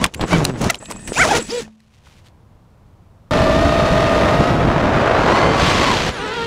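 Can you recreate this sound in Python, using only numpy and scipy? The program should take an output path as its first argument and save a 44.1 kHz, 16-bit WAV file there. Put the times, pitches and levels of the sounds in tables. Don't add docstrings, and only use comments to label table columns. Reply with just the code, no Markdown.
import sys
import numpy as np
from scipy import signal
from scipy.fft import rfft, irfft
from scipy.io import wavfile

SR = 44100
rng = np.random.default_rng(int(sys.argv[2]) if len(sys.argv) > 2 else 0)


def generate_wav(sig):
    pcm = np.round(np.clip(np.atleast_2d(sig).T, -1, 1) * 32767).astype(np.int16)
    wavfile.write(sys.argv[1], SR, pcm)


N = 285051
TIME = np.arange(N) / SR
TUMBLE_END_S, TAKE_OFF_S = 1.66, 3.3095
# multiple of the blade rate, level in dB.
MAGNET_TONES = [(14, -32.5), (21, -37)]


def rotor(hz, gain, blades_db, rough, lift_db=0, magnet_db=0, wobble=0.0028, magnet_rough=0.51):
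    # centre in Hz, width in octaves, boost in dB.
    presence = (4150, 0.3, 2)
    band_hz, band_octaves, band_db = presence
    on = np.flatnonzero(gain > 0)
    band_db = band_db + np.broadcast_to(lift_db, N)[on]
    hz = (hz * (1 + wobble * drift(90)))[on]
    phase = 2 * np.pi * np.cumsum(hz) / SR
    partials = [(k + 1, db, rough) for k, db in enumerate(blades_db)]
    partials += [(round(k), db + magnet_db, magnet_rough) for k, db in MAGNET_TONES]
    tone, out, flutter = 0, np.zeros(N), drift(45)
    for k, db, depth in partials:
        shake = 1 + depth * flutter[on - rng.integers(N)]
        strength = from_db(db + band_db * np.exp(-(np.log2(k * hz / band_hz) / band_octaves) ** 2))
        roll_off = 1 / (1 + (k * hz / 10100) ** 8)
        tone = tone + strength * shake * roll_off * np.sin(k * phase + 2 * np.pi * rng.random())
    out[on] = np.sqrt(2) * tone * gain[on]
    return out


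def flying_rotors(trim_share=.004, bright_above_hz=690.5, lift_db_per_octave=13):
    # time in seconds, blade passes per second, level in dB.
    throttle = [(3.31, 655, -22.5), (3.53, 636, -20.5), (3.62, 674, -22.5), (3.85, 670, -21.5),
                (4.3, 663, -23.5), (4.47, 700, -23.5), (4.6, 694, -31), (5.05, 643, -27.5),
                (5.25, 810, -27.5), (5.31, 1030, -25.5), (5.36, 1100, -25.5), (5.55, 1140, -30),
                (5.8, 1125, -28), (5.91, 1080, -24.5), (6.04, 500, -45)]
    # share of that speed, roughness, level in dB of each blade harmonic.
    pairs = [(1, .24, (1.5, -22, -20.5, -20, -30, -38, -33, -30, -31)),
             (.918, 0.3, (-1, -5, -11.5, -27, -25, -20, -25.5, -29))]
    hz, level_db = in_time(throttle)
    running = (TIME >= TAKE_OFF_S) * held(TAKE_OFF_S, throttle[-1][0] - TAKE_OFF_S, 1000, 1000)
    gain = running * from_db(level_db)
    lift_db = lift_db_per_octave * np.maximum(np.log2(hz / bright_above_hz), 0)
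    out = np.zeros(N)
    for share, rough, blades_db in pairs:
        pair_hz = hz * share * (1 + trim_share * drift(4.07))
        out += rotor(pair_hz, gain, blades_db, rough, lift_db, magnet_db=-8, wobble=0.0055)
    return out


def idling_rotors():
    # time in seconds, blade passes per second of each of the three rotors, level in dB.
    idle = [(6.11, 510, 520, 420, -43), (6.135, 500, 560, 400, -40), (6.162, 460, 570, 350, -37.5),
            (6.195, 387, 490, 310, -33.5), (6.247, 440, 475, 260, -32.5), (6.285, 417, 520, 390, -33.5),
            (6.33, 457, 494, 410, -31), (6.363, 482, 493, 390, -31), (6.388, 460, 460, 410, -31),
            (6.46, 459, 466, 413, -31.5)]
    # one rotor's roughness, level in dB of each blade harmonic.
    voices = [(.2, (1, -2.5, -1.5, -5.5, -18, -9.5, -6.5, -13, -17, -17)),
              (.26, (-2.5, -4, -3, -8, -15, -19, -20, -18)), (.3, (-6, -13, -16, -18))]
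    *speeds, level_db = in_time(idle)
    gain = from_db(level_db) * held(idle[0][0], N / SR, 1000, 1000)
    return sum(rotor(hz, gain, blades_db, rough) for hz, (rough, blades_db) in zip(speeds, voices))


def revs(spin_up_hz_per_s=6800, brake_hz_per_s=8000, arch_hz_per_s2=21000, stop_hz=140):
    # middle and hold in seconds, top blade passes per second, level there in dB, dB lost per
    # octave of slowing, second and third harmonic in dB, dB per octave above them, rasp in dB.
    bursts = [(0.035, .016, 1130, -28, 25.5, -10.5, -11.5, -8, -8),
              (0.339, 0.034, 770, -34.5, 11, 2.5, 8, -17.5, 3),
              (0.703, .002, 695, -21.5, 87, 0.5, 1.5, -12, -3),
              (1.219, 0.0017, 787, -22.5, 16, 10.5, 7.5, -34, -1),
              (1.255, .004, 650, -20, 19, -8, -13, -12.5, -11),
              (1.312, 0.0077, 850, -11.5, 16, -12.5, -19, -9, -18),
              (1.353, .02, 465, -21, 15, -4, -4, -9, -4.5), (1.399, .006, 490, -23, 11, -20, -16, -4, -22),
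              (1.56, 0.09, 490, -23.5, 9, -18.5, -20, -1, -15)]
    # frequency in Hz, relative level in dB.
    rasp_spectrum = [(700, -16), (1700, 1), (2500, -0.5), (3400, -7.5), (6000, -13.5)]
    out, rasp = np.zeros(N), colour(grains(per_s=6600, spread_db=4), rasp_spectrum)
    for s, hold, top_hz, db, db_per_octave, second_db, third_db, slope_db, rasp_db in bursts:
        age = TIME - s
        spin_up = spin_up_hz_per_s * np.minimum(age + hold / 2, 0)
        braking = brake_hz_per_s * np.maximum(age - hold / 2, 0)
        hz = top_hz - arch_hz_per_s2 * age ** 2 + spin_up - braking
        gain, turning = np.zeros(N), hz > stop_hz
        gain[turning] = from_db(db + db_per_octave * np.log2(hz[turning] / top_hz))
        upper_db = third_db + slope_db * np.log2(np.arange(3, 11) / 3)
        out += rotor(hz, gain, [0, second_db, *upper_db], rough=.36, wobble=.009)
        passing = 1 + np.cos(2 * np.pi * np.cumsum(hz[turning]) / SR)
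        out[turning] += from_db(rasp_db) * rms_one(passing) * (gain * rasp)[turning]
    return out


def blows(splinter_range_hz=(2624, 11300), splinter_width_hz=190):
    # start in seconds, relative level in dB, seconds to fall 60 dB, body in Hz, crack in dB.
    hits = [(0.041, 2.5, 0.02, 2040, -6.5), (.052, -5.5, 0.02, 1100, -21), (0.062, -15.5, .012, 2700, -5),
            (.139, -21, 0.016, 2800, -4), (0.145, -15.5, 0.017, 2390, -3.5), (0.195, -13, 0.011, 750, -32),
            (0.2103, -15, 0.054, 3530, -17), (.33, -1.5, 0.023, 900, -19.5), (.383, -10, 0.028, 150, -38),
            (0.443, -19, 0.013, 5000, -3), (0.4504, -6.5, 0.0093, 3170, 3.5), (0.616, -20, .012, 6400, -8),
            (.642, -18, .012, 4600, -5), (0.663, -1, 0.038, 140, -38), (0.6995, -4.5, 0.015, 2110, -3.5),
            (0.704, -10, 0.012, 6700, -4), (.7442, -11.5, 0.0081, 2970, -20), (0.7536, -23, .014, 3300, -3),
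            (0.825, -22.5, 0.053, 700, -20), (0.842, -42, .015, 3000, -10), (0.8556, -25, 0.023, 3000, -11),
            (.902, -25, .014, 1100, -2), (0.911, -16.5, 0.02, 934, -1.5), (.921, -22, .014, 2300, -4),
            (1.075, -20.5, 0.059, 2170, -1.5), (1.1196, -7, 0.013, 377, -38),
            (1.803, -44.5, .008, 2510, -3), (2.068, -35.5, 0.029, 1110, -18),
            (2.284, -44, 0.0073, 3000, -8)]
    out = np.zeros(N)
    crack = noise([(600, -2.5), (2500, -8.0), (7500, 1.0), (11000, -11.5), (15000, -15)])
    for s, db, t60, hz, crack_db in hits:
        at = np.flatnonzero((TIME >= s) & (TIME < s + 2 * t60))
        contact = from_db(-60 * np.maximum(TIME[at] - s - .0018, 0) / t60)
        force = rng.standard_normal(len(at))
        low_pass = signal.butter(2, min(3 * hz, .45 * SR), fs=SR, output="sos")
        body = signal.sosfilt(low_pass, resonate(force, hz, 0.4 * hz)) * contact
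        pitches = rng.uniform(*splinter_range_hz, size=7)
        splinters = sum(resonate(force * contact, pitch, splinter_width_hz) for pitch in pitches)
        snap = from_db(-3.5) * rms_one(crack[at] * contact) + from_db(-2) * rms_one(splinters)
        gain = 0.38 * from_db(db) * np.sqrt(np.mean(contact ** 2))
        out[at] += gain * (rms_one(body) + from_db(crack_db) * snap)
    return out


def tumble(between_db=(-45, -49, -58), stutter_db=4.5):
    # start and length in seconds, then thump, thrash and shred in dB, the order of between_db.
    scrapes = [(0.017, 0.032, -17, -22, -36), (0.16, 0.018, -29, -40, -62), (0.212, 0.028, -18.5, -20, -48),
               (0.279, .04, -33, -39, -36.5), (0.32, 0.016, -17.5, -14.5, -32),
               (0.354, 0.044, -21, -20.5, -34), (0.405, 0.095, -26, -24.5, -41),
               (0.552, 0.0094, -27, -29, -60), (0.582, .025, -28, -38.5, -41.5),
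               (0.615, 0.059, -24, -21, -31.5), (0.719, 0.03, -40, -34, -44),
               (0.907, 0.0069, -44, -28, -39), (0.954, 0.004, -30, -39, -57), (0.993, 0.07, -45, -50, -53),
               (1.087, 0.016, -29, -35, -41), (1.14, .03, -43, -36, -30), (1.18, 0.073, -25, -24.5, -23.5),
               (1.275, 0.061, -29.5, -23.5, -26.5), (1.354, 0.023, -25, -19.5, -22),
               (1.42, 0.077, -45, -48, -40.5), (1.493, 0.13, -45, -44, -36)]
    # frequency in Hz, relative level in dB.
    thump_spectrum = [(20, -2.5), (60, -1.5), (170, -2), (280, -6), (600, -24.5)]
    thrash_spectrum = [(130, -3.5), (300, 4), (550, 2.5), (1000, -2.5), (1700, -9.5), (2500, -13.5),
                       (4000, -21)]
    shred_spectrum = [(1500, -6), (2800, -0.5), (4300, -3), (5600, -0.5), (7000, -1.5), (8600, -10),
                      (9800, -7.5), (12000, -23), (15000, -23)]
    contact = held(0, TUMBLE_END_S, 850, 339) * from_db(stutter_db * drift(50))
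    power = np.outer(from_db(between_db), contact) ** 2
    for s, length, *levels_db in scrapes:
        power += np.outer(from_db(levels_db), held(s, length, 850, 578)) ** 2
    thump, thrash, shred = np.sqrt(power)
    return (thump * noise(thump_spectrum)
            + thrash * colour(grains(per_s=2500, spread_db=4.0), thrash_spectrum)
            + shred * colour(grains(per_s=9500, spread_db=5.5), shred_spectrum))


def rotor_wind(gust_db=2.0, chop_db=2.0):
    # time in seconds, then relative levels in dB of buffeting, propeller wash and blade hiss.
    levels = [(3.32, -19, -21.5, -29), (4.45, -18.5, -20, -30.5), (4.6, -17, -21, -36),
              (5.1, -21.5, -17, -34), (5.38, -21.5, -15, -27.5), (5.5, -21.5, -17.5, -32.5),
              (5.65, -20.5, -17.5, -19.5), (5.92, -21.5, -19.5, -22), (6.0, -24.5, -23, -24),
              (6.09, -22, -24.5, -24.5), (6.125, -35, -35.5, -36.5), (6.46, -34, -39, -33)]
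    # frequency in Hz, relative level in dB.
    buffet_spectrum = [(20, -11.5), (50, -1.5), (170, -2), (300, -6), (500, -14.5), (900, -31)]
    wash_spectrum = [(150, -10), (350, -1.5), (550, 1.5), (800, -1), (1200, -3.5), (2000, -12),
                     (3000, -19.5), (5000, -38)]
    hiss_spectrum = [(1500, 2.5), (2600, 3), (3700, 0.5), (5200, -5), (7200, -11), (10000, -23),
                     (15000, -35)]
    buffet_db, wash_db, hiss_db = in_time(levels)
    chop = chop_db * drift(176)
    buffet = from_db(buffet_db + 0.5 + gust_db * drift(22.6)) * noise(buffet_spectrum)
    wash = from_db(wash_db + 1.0 + chop + 0.61 * drift(9.1)) * noise(wash_spectrum)
    hiss = from_db(hiss_db + 0.2 + chop) * noise(hiss_spectrum)
    return (buffet + wash + hiss) * (TIME >= TAKE_OFF_S)


def jam_growl(jitter=.03, slowing_octaves_per_s=2.5, fade_db_per_s=41):
    # start and length in seconds, opening knocks per second, opening level in dB.
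    jams = [(0.321, 0.23, 182, -15), (0.607, .06, 134, -18.5)]
    out = np.zeros(N)
    for s, length, start_hz, db in jams:
        age = np.maximum(TIME - s, 0)
        per_s = start_hz * 2 ** (-slowing_octaves_per_s * np.minimum(age, length))
        turns = np.floor(np.cumsum(per_s * (1 + jitter * drift(50))) / SR)
        knocks = np.diff(turns, prepend=0) * from_db(4.1 * drift(70))
        body = colour(knocks, [(90, 5), (160, 4), (330, -2), (700, -15.5), (2000, -30), (7000, -44.5)])
        out += body * from_db(db - fade_db_per_s * age) * held(s, length, 880, 400)
    return out


def stall_whistle(scoop_hz=550, scoop_s=0.016, waver=.012, jitter=.016):
    # start and length in seconds, pitch in Hz, level in dB.
    stalls = [(0.176, 0.091, 7760, -44.5), (.48, 0.11, 7940, -52), (0.788, 0.047, 8060, -43.5),
              (0.85, .035, 7900, -42), (0.903, 0.036, 8140, -43), (0.963, 0.11, 8070, -44),
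              (1.055, 0.076, 8060, -36), (1.16, 0.1, 8000, -33), (1.392, 0.07, 7920, -36),
              (1.533, 0.059, 7800, -36.5)]
    out, unsteady = np.zeros(N), 1 + waver * drift(30) + jitter * drift(600)
    for s, length, hz, db in stalls:
        gain = from_db(db) * held(s, length, 900, 600)
        on = np.flatnonzero(gain)
        pitch = hz - scoop_hz * np.exp(-np.maximum(TIME[on] - s, 0) / scoop_s)
        phase = 2 * np.pi * np.cumsum(pitch * unsteady[on]) / SR
        side_tones = from_db(-13) * np.sin(1.24 * phase) + from_db(-14) * np.sin(.85 * phase)
        out[on] += (np.sin(phase) + side_tones) * gain[on]
    return out * from_db(3.5 * drift(90))


def magnet_glides(waver=0.02):
    # start and length in seconds, blade passes per second, octaves per second, dB of each tone.
    glides = [(1.163, .012, 172, 14, -20, -42), (1.188, 0.0098, 500, 2, -19, -48),
              (1.505, .008, 345, 17, -24.5, -52), (6.02, .035, 445, 0, -38, -62),
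              (6.125, 0.17, 510, -3, -48, -50)]
    out = np.zeros(N)
    for s, length, hz, octaves_per_s, *levels_db in glides:
        speed = hz * 2 ** np.clip(octaves_per_s * (TIME - s), -1, 1) * (1 + waver * drift(400))
        phase = 2 * np.pi * np.cumsum(speed) / SR
        tones = sum(from_db(db) * np.sin(round(k) * phase) for (k, _), db in zip(MAGNET_TONES, levels_db))
        out += held(s, length, 1800, 1384) * tones
    return out


def frame_ring(revving, shake_from_s=.8, shake_db=-41, rev_db=12):
    # frequency in Hz, seconds to fall 60 dB, relative level in dB.
    resonances = [(218.2, 0.67, -11), (1816, 0.0273, -19.5), (2515, .035, -21.5)]
    shaking = rng.standard_normal(N) * (TIME > shake_from_s) * (TIME < TUMBLE_END_S)
    modes = [(hz, np.log(1000) / np.pi / t60, db) for hz, t60, db in resonances]
    shaken = sum(from_db(db) * rms_one(resonate(shaking, hz, width)) for hz, width, db in modes)
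    return from_db(shake_db) * shaken + from_db(rev_db) * resonate(revving, *modes[0][:2])


def settling_grass():
    # start and length in seconds, level in dB.
    rustles = [(1.69, 0.43, -66), (1.944, 0.042, -65), (2.06, 0.14, -56.5), (2.261, .012, -52.5)]
    gain = sum(from_db(db) * held(s, length, 525, 620) for s, length, db in rustles)
    crackle = grains(per_s=1500, spread_db=2.5)
    return gain * colour(crackle, [(500, -3.5), (2800, 1.0), (6000, -6), (9500, -13), (15000, -25)])


def air_hiss(hover_db=-53, until_s=4.38):
    hovering = (TIME >= TAKE_OFF_S) * held(TAKE_OFF_S, until_s - TAKE_OFF_S, 1000, 25)
    return from_db(hover_db) * hovering * noise([(6000, -14), (9500, 2), (15000, -11)])


def park_hum():
    # time in seconds, level in dB.
    levels = [(1.8, -58), (2.15, -48), (3.3, -48)]
    # frequency in Hz, relative level in dB.
    spectrum = [(15, -41), (25, -6), (44, -11.5), (83, -3.5), (167, -10.5), (278, -20), (335, -21),
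                (373, -24), (475, -23), (978, -25.5), (1060, -26.5), (1150, -28.5), (1720, -37),
                (15000, -56)]
    return from_db(in_time(levels)[0]) * noise(spectrum)


def from_db(db):
    return 10 ** (np.asarray(db) / 20)


def rms_one(x):
    return x / np.sqrt(np.mean(x ** 2) + 1e-20)


def in_time(rows):
    s, *columns = np.transpose(rows)
    return [np.interp(TIME, s, c) for c in columns]


def held(start, length, attack_db_per_s, release_db_per_s):
    rise_db = np.minimum(TIME - start, 0) * attack_db_per_s
    db = rise_db - np.maximum(TIME - start - length, 0) * release_db_per_s
    return np.where(db > -70, from_db(db), 0)


def drift(hz):
    step, run_in = 16, 2000
    r = np.exp(-2 * np.pi * hz * step / SR)
    slow = signal.lfilter([1], [1, -2 * r, r * r], rng.standard_normal(N // step + run_in + 2))[run_in:]
    return np.interp(np.arange(N) / step, np.arange(len(slow)), rms_one(slow))


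def resonate(x, hz, width_hz):
    r = np.exp(-np.pi * width_hz / SR)
    feedback = [1, -2 * r * np.cos(2 * np.pi * hz / SR), r * r]
    return signal.lfilter(np.array([1, 0, -1]) * (1 - r * r) / 2, feedback, x + 1e-18)


def colour(x, spectrum, size=8192, skirt_db_per_octave=18):
    hz, db = np.transpose(spectrum)
    octaves = np.log2(np.maximum(np.arange(size // 2 + 1), .5) * SR / size)
    beyond = np.abs(octaves - np.clip(octaves, np.log2(hz[0]), np.log2(hz[-1])))
    curve_db = np.interp(octaves, np.log2(hz), db) - skirt_db_per_octave * beyond
    cepstrum = irfft(np.log(from_db(curve_db)))
    causal = 2 * cepstrum[:size // 2] * (np.arange(size // 2) > 0)
    response = irfft(np.exp(rfft(causal, size)))
    return rms_one(signal.fftconvolve(x, response)[:N])


def noise(spectrum):
    return colour(rng.standard_normal(N), spectrum)


def grains(per_s, spread_db):
    sizes = from_db(spread_db * np.minimum(rng.exponential(1, N), 4))
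    return rms_one(sizes * rng.choice([-1, 1], N) * (rng.random(N) < per_s / SR))


def scene():
    revving = revs()
    crash = revving + frame_ring(revving) + jam_growl() + stall_whistle() + blows() + tumble()
    magnets = magnet_glides()
    ground = settling_grass() + park_hum()
    flight = flying_rotors() + idling_rotors() + rotor_wind() + air_hiss()
    return (crash + magnets + ground + flight)[None]


def record(dry, cutoff_hz=15600):
    rounded = dry / (1 + dry ** 6) ** (1 / 6)
    return signal.sosfilt(signal.ellip(10, .2, 80, cutoff_hz, fs=SR, output="sos"), rounded)


dry = scene()
out = record(dry)
generate_wav(out)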